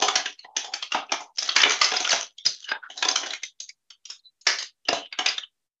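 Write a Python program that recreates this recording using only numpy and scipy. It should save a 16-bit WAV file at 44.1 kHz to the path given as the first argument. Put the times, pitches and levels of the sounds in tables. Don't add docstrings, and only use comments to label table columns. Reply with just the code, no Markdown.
import sys
import numpy as np
from scipy import signal
from scipy.io import wavfile
from scipy.ndimage import uniform_filter1d

SR = 44100
rng = np.random.default_rng(int(sys.argv[2]) if len(sys.argv) > 2 else 0)


def int16_out(signal):
    q = np.round(np.clip(np.atleast_2d(signal).T, -1, 1) * 32767)
    wavfile.write(sys.argv[1], SR, q.astype(np.int16))


N = 255780

# [start t/s, length t/s, relative level/dB, pot wall share level/dB]
SLIDES = [(0, 0.064, -23.5, 13.5), (0.17, 0.17, -42, -9.5), (0.41, 0.26, -60, -48),
          (0.963, 0.16, -46, -9.5), (1.412, 0.72, -28.5, -1.5), (2.089, 0.14, -31, -24.5),
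          (2.531, 0.13, -39.5, -22.5), (2.909, .38, -38, 13.5), (4.549, 0.067, -55, -20.5),
          (4.996, 0.2, -72.5, -17)]
# [f/Hz, relative level/dB, base t60 t/s]
POT_MODES = [(222, -11, 0.017), (290.4, -2, 0.26), (428, -20.5, 0.3), (562, -15, 0.17), (676, -9.5, 0.3),
             (744, 9, 0.095), (806, 6.5, 0.06), (967, 8, 0.02), (1020, -8.5, 0.3)]
# [f/Hz, t60 t/s]
KITCHEN_DECAY = [(250, 0.34), (700, 0.43), (2000, 0.38), (6000, 0.2)]
# [t/s, peak level/dB, strongest shell ring f/Hz, edge against body level/dB,
# pot thump against peak level/dB, ring against peak level/dB, settling neighbours against blow level/dB]
KNOCKS = [(0.0241, -7.5, 695, -5, -13, 1, -10), (0.0841, -7, 1180, -4.5, -16, -1.5, -11),
          (0.157, -5, 5490, 1, -6, -5.5, -5.5), (0.2594, -12.5, 1580, -8, -12, -4, -9),
          (0.391, -26, 4400, -7, -45, -7, -0.5), (0.4454, -34.5, 1980, -4, 13, 7, -1),
          (0.5669, -12, 6060, 1.5, -13.5, -7, -3.5), (0.6454, -22.5, 905, -1, -9.5, -5, 2),
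          (0.7185, -36, 780, -5, -24, 5, -12), (0.738, -16, 4540, -1.5, -21.5, -2.5, -2.5),
          (0.8267, -16, 3210, 0, -60, -3.5, -3), (0.921, -17, 2780, -5, -15, 0, -2),
          (0.9469, -11, 904, -18, 2, 3.5, -3), (1.0939, -33, 2590, -15, 3.5, 5, 5),
          (1.1211, -8.5, 782, -3.5, -6.5, 0.5, -7), (1.1405, -23.5, 1010, -10.5, -8.5, 9, -5),
          (1.2055, -23.5, 880, -1.5, -1, 1, 4.5), (1.3851, -18.5, 5200, 11.5, -44, 1, 0),
          (1.428, -16, 5130, 3.5, -24.5, -8, -10.5), (1.491, -13.5, 4390, -24.5, -33.5, -1.5, -5),
          (1.5636, 0, 4840, -3.5, -20, -12, -4), (1.6036, -8, 3030, -9, -19.5, -15, -8.5),
          (1.6172, -10, 5090, -3.5, -25, -5, -7), (1.635, -0.5, 2980, -16.5, -25.5, -4.5, -9),
          (1.6537, -18, 2460, -16, 9, -19, 1.5), (1.7064, -7.5, 1370, -4, -20.5, -12, -7),
          (1.7195, -13, 2900, 4.5, -16, -23, -2.5), (1.8149, -2.5, 1184, 0.5, -24, -5, -1),
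          (1.8445, -9.5, 5140, 10, -24, -4, -14.5), (1.9175, -17, 5230, -12, 4.5, -5.5, -9),
          (1.9385, -15.5, 1440, -4.5, -1.5, -3, 3), (1.9665, -15.5, 5000, -3, -21.5, 1, -13.5),
          (2.0033, -10.5, 5330, 4.5, -8.5, -25, -3), (2.0492, -13, 2890, -13, -39, -4.5, -24),
          (2.0718, -30, 1450, -17, -13.5, 12.5, -7), (2.0931, -13.5, 5260, -4.5, -30, -3.5, -14.5),
          (2.1066, -14.5, 4410, 18, -34, 1, -10.5), (2.1171, -9, 2980, 2, -41, -7, 1),
          (2.1288, -8, 1550, -3.5, -1, -5.5, -10.5), (2.3825, -29, 3290, 8, -60, -1, -11.5),
          (2.4533, -18, 5780, 23.5, -32, -7.5, -1), (2.4636, -13, 5030, 13.5, -43.5, 2, -1),
          (2.626, -33, 3250, 0.5, -71.5, -2.5, -12), (2.643, -31.5, 2980, 16.5, -57, 3, -8.5),
          (2.6903, -19.5, 1690, -14.5, -22.5, -5.5, -10.5), (2.7165, -18.5, 1620, -23, -9, 9, -17.5),
          (2.839, -39.5, 1530, -8, -17.5, -4.5, 1.5), (2.9023, -22.5, 740, -8.5, -11, -2, -0.5),
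          (2.9761, -21.5, 3940, 7.5, -32, -12, 3), (3.0263, -6.5, 1620, -3.5, -9, -6.5, -12),
          (3.051, -12.5, 3460, 2, 0, -8, -12.5), (3.086, -9, 4840, 4, -14.5, -5.5, -9.5),
          (3.112, -24, 5350, 1, -11, 3.5, -9.5), (3.1589, -10, 3090, 2.5, -40, -4.5, -3),
          (3.234, -15.5, 3020, -17, -7, -11, -5.5), (3.261, -23.5, 1530, -0.5, -20.5, 0, -0.5),
          (3.3059, -22, 3990, -6.5, -7, -0.5, 1), (3.3348, -13, 1535, -3.5, -40, -10.5, -6.5),
          (3.4341, -20, 2094, 16.5, -54, 0, -5), (3.6029, -19, 4960, 21, -21, -21, -1.5),
          (3.6912, -26, 4890, 10.5, -77, -3.5, -10), (3.9041, -27, 5400, -6, -37, -11.5, -0.5),
          (4.0548, -25, 5780, 2, -39, -7, 1.5), (4.101, -23, 5450, 2.5, -27.5, -7, 3.5),
          (4.1934, -48.5, 4230, -9.5, -51, 3, -12.5), (4.2547, -48.5, 4010, -3.5, -56, 5, -8.5),
          (4.413, -30, 5110, 6.5, -34, -10.5, 1.5), (4.4691, -3.5, 5650, 0, -25, -8, 0.5),
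          (4.5871, -16.5, 6440, 4.5, -28.5, -18, 3), (4.6262, -19.5, 3920, 2, -30.5, -12.5, -11),
          (4.8529, -32.5, 3040, -5, -2, 1.5, -3), (4.887, -8.5, 4975, -10, 3.5, -2, -5.5),
          (4.9297, -13.5, 634, 4.5, 4.5, 10.5, 1), (5.0585, -25.5, 2870, -14, -16, -23, -3),
          (5.1269, -19, 4680, -18, -37, -10, -6), (5.1898, -11, 3130, -7.5, -1.5, -8.5, -5.5),
          (5.2617, -6.5, 3730, -4, -39.5, -9.5, -7.5), (5.2877, -21, 4770, 0.5, -39, 8, 4),
          (5.3817, -19.5, 3560, -9, -37, 2, -8.5), (5.4335, -33.5, 3035, -16.5, -42, 7, -1)]
# [t/s, length t/s, f/Hz, rms level/dB]
SCRAPES = [(0.392, 0.07, 4140, -54), (0.396, 0.055, 6220, -65), (0.438, 0.29, 835, -40),
           (.63, 0.15, 810, -36.5), (1.197, .13, 882, -40.5), (2.38, 0.031, 2200, -49.5),
           (2.382, 0.063, 3530, -49.5), (2.375, .05, 5600, -57.5), (2.647, 0.12, 1610, -37.5),
           (2.648, 0.12, 2926, -45), (2.678, 0.053, 4880, -42), (2.717, 0.078, 880, -34),
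           (2.823, 0.055, 1473, -33.5), (3.691, 0.019, 2223, -41), (4.227, 0.051, 3993, -52.5),
           (4.851, 0.24, 3020, -42.5), (5.128, 0.03, 1490, -41)]
# [f/Hz, level/dB]
SUPPRESSOR_THRESHOLD = [(200, -66), (700, -55), (2000, -62.5), (4000, -79), (7000, -77.5)]
# [f/Hz, level/dB]
MICROPHONE_RESPONSE = [(30, -39.5), (200, -21.5), (400, -7.5), (6300, 5), (7100, -6.5), (8000, -20.5),
                       (9200, -27.5), (11500, -27.5), (12500, -56), (15000, -68)]
# [f/Hz, relative level/dB]
HISS_SPECTRUM = [(20, -10.5), (100, 0.5), (1000, -6.5), (8000, -6), (12000, -12), (16000, -21.5)]

SLIDE_RISE_DB_PER_S, SLIDE_FALL_DB_PER_S = 304, 244.5
TICKS_PER_S = 500
BODY_HZ, EDGE_HZ = (1300, 3600), (3600, 7300)
CRUNCH_S, RING_T60_S = .0058, 0.022
SETTLE_RISE_S, SETTLE_FALL_S = 0.0045, 0.044
THUMP_S, THUMP_DB, THUMP_T60_S = 2.46, -19.5, 0.15
THUMP_HZ, THUMP_SAG_PER_S = 168, 12
LAG = 0.13
HISS_DB, OFFSET_DB = -85, -81.5
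CUT_HZ = 15100


def amp(db):
    return 10 ** (np.asarray(db) / 20)


def unit(x):
    return x / np.linalg.norm(x)


def peaked(x):
    return x / abs(x).max()


def read(points, hz):
    f, value = np.transpose(points)
    return np.interp(np.log(hz + 1), np.log(f + 1), value)


def add(mix, s, sound):
    part = mix[round(s * SR):][:len(sound)]
    part += sound[:len(part)]


def coloured(x, points):
    log_gain = np.log(amp(read(points, abs(np.fft.fftfreq(8192, 1 / SR)))))
    taps = np.fft.ifft(np.exp(np.conj(signal.hilbert(log_gain)))).real[:2048]
    return signal.oaconvolve(x, taps)[:N]


def ring(hz, db, t60, size=6000):
    t = np.arange(size) / SR
    hz, db, t60 = (np.reshape(v, (-1, 1)) for v in (hz, db, t60))
    modes = amp(db - 60 * t / t60) * np.sin(2 * np.pi * hz * t)
    return peaked(modes.sum(0))


def shell(band_hz, draws, t60, spread_db):
    place, size, life = draws
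    low, high = band_hz
    return ring(low + (high - low) * place, spread_db * size, t60 * (.5 + life), size=1000)


def rattle():
    t = np.arange(N) / SR
    level, on_wall = np.zeros(N), np.zeros(N)
    for s, length, db, wall_db in SLIDES:
        rise = SLIDE_RISE_DB_PER_S * (t - s)
        fall = SLIDE_FALL_DB_PER_S * (s + length - t)
        slide = amp(db + np.minimum(0, np.minimum(rise, fall)))
        level += slide
        on_wall += slide * amp(wall_db)
    sizes = amp(5.1 * np.minimum(rng.exponential(1, N), 5))
    ticks = sizes * (rng.random(N) < TICKS_PER_S / SR)
    which, draws = rng.integers(0, 12, N), rng.random((12, 3, 24))
    heap = np.zeros(N)
    for k, d in enumerate(draws):
        one_shell = shell((BODY_HZ[0], EDGE_HZ[1]), d, .01, 12)
        heap += signal.oaconvolve(ticks * level * (which == k), one_shell)[:N]
    wall = signal.oaconvolve(ticks * on_wall, ring(*np.transpose(POT_MODES)))[:N]
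    tick_scale = np.sqrt((ticks ** 2).sum() / N * 50)
    return amp(5) * (heap + 0.16 * wall) / tick_scale


def kitchen(x):
    out = np.zeros(N)
    turn = np.arange(N) / SR * 2 * np.pi * 9
    for k in range(3):
        taps = np.zeros(SR // 2)
        places = np.arange(400, 22000, 20) + rng.integers(0, 20, 1080)
        taps[places] = rng.choice([-1., 1.], 1080)
        hz, t, z = signal.stft(taps, SR, nperseg=256)
        decay = amp(-60 * t / read(KITCHEN_DECAY, hz)[:, None])
        tail = signal.istft(z * decay, SR, nperseg=256)[1]
        share = np.sqrt(2 / 3) * np.cos(turn + k * np.pi / 3)
        out += signal.fftconvolve(x * share, unit(tail))[:N]
    return out


def knocks():
    out, rings = np.zeros(N), np.zeros(N)
    draws = rng.random((len(KNOCKS), 3, 50))
    grit = rng.standard_normal((len(KNOCKS), 3, 5000))
    pot_hz, pot_db, pot_t60 = np.transpose(POT_MODES)
    t = np.arange(5000) / SR
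    blow = t * np.exp(-(t / CRUNCH_S) ** 2)
    settle_shape = (1 - np.exp(-t / SETTLE_RISE_S)) ** 2 * np.exp(-t / SETTLE_FALL_S)
    thud = ring([710, 450, 310, 162], [1.5, -3.5, -5.5, -7.5], [.012, .02, .03, .04])
    for (s, db, hz, edge_db, thump_db, note_db, settle_db), d, g in zip(KNOCKS, draws, grit):
        start = max(s - .001 - .3 * CRUNCH_S, 0)
        settle = settle_shape * amp(12 * uniform_filter1d(g[2], size=100))
        force = unit(blow) + amp(settle_db) * unit(settle)
        contacts = force * g[0] * amp(3.76 * g[1])

        body = signal.oaconvolve(contacts, shell(BODY_HZ, d[:, :16], .011, 8))
        edge = signal.oaconvolve(contacts, shell(EDGE_HZ, d[:, 16:40], .007, 8))
        add(out, start, amp(db) * peaked(unit(body) + amp(edge_db) * unit(edge)))
        add(out, start, amp(db - 19.5) * peaked(contacts))

        clear_ring = ring([hz, 0.47 * hz], [0, -6], [RING_T60_S, 0.18 * RING_T60_S], size=2000)
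        note = signal.oaconvolve(clear_ring, blow[:1500] * g[2, :1500])
        add(rings, start, amp(db + note_db) * peaked(note))

        wall = ring(pot_hz, pot_db + 7 * d[1, 41:], pot_t60 * (0.9 + d[2, 41:]))
        pot = signal.oaconvolve(0.47 * wall + .9 * thud, contacts[:800])
        add(out, s, amp(db + thump_db) * peaked(pot))
    return out, rings


def scrapes():
    out = np.zeros(N)
    grit = rng.standard_normal((len(SCRAPES), 14000))
    for (s, length, hz, db), g in zip(SCRAPES, grit):
        size = round(length * SR)
        rub = g[:size] * signal.windows.tukey(size, .3)
        song = signal.oaconvolve(rub, ring(hz, 0, 0.035, size=1500))
        add(out, s, amp(db) * np.sqrt(size) * unit(song))
    return out


def thump():
    out, t = np.zeros(N), np.arange(4000) / SR
    phase = 2 * np.pi * np.cumsum(THUMP_HZ * np.exp(-THUMP_SAG_PER_S * t)) / SR
    add(out, THUMP_S, amp(THUMP_DB - 60 * t / THUMP_T60_S) * np.sin(phase))
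    return out


def scene():
    clatter, rings = knocks()
    clatter = clatter + rattle()
    rings = rings + scrapes() + thump()
    echo = kitchen(clatter + .5 * rings)
    return (clatter + rings + amp(-6) * echo)[None]


def suppress(x):
    hz, t, z = signal.stft(x, SR, nperseg=512, noverlap=384)
    threshold = amp(2 * read(SUPPRESSOR_THRESHOLD, hz))[:, None]
    over = uniform_filter1d(abs(z) ** 2 / threshold, size=9, axis=1)
    over = uniform_filter1d(over, size=7, axis=0)
    over = abs(uniform_filter1d(over, size=5, axis=0))
    over = over ** 0.24 * over[4:85].mean(0) ** 0.09
    keep = (over ** 2 / (1 + over ** 2)) ** 5.5
    keep = signal.lfilter([1 - LAG], [1, -LAG], keep, axis=1, zi=LAG * keep[:, :1])[0]
    keep[:3], keep[80:] = keep[3:7].mean(0), keep[60:80].mean(0)
    return signal.istft(z * keep, SR, nperseg=512, noverlap=384)[1][:N]


def record(dry):
    hiss = coloured(rng.standard_normal(N), HISS_SPECTRUM)
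    hiss = amp(HISS_DB) * hiss / hiss.std() - amp(OFFSET_DB)
    hiss *= np.interp(np.arange(N) / SR, [5.66, 5.69], [1, .1])
    overloaded = .6 * np.tanh(dry[0] / .6)
    out = coloured(suppress(overloaded), MICROPHONE_RESPONSE) + hiss
    band_limit = signal.firwin(511, CUT_HZ, window=("kaiser", 9), fs=SR)
    return signal.oaconvolve(out, band_limit, "same")[None]


dry = scene()
out = record(dry)
int16_out(out)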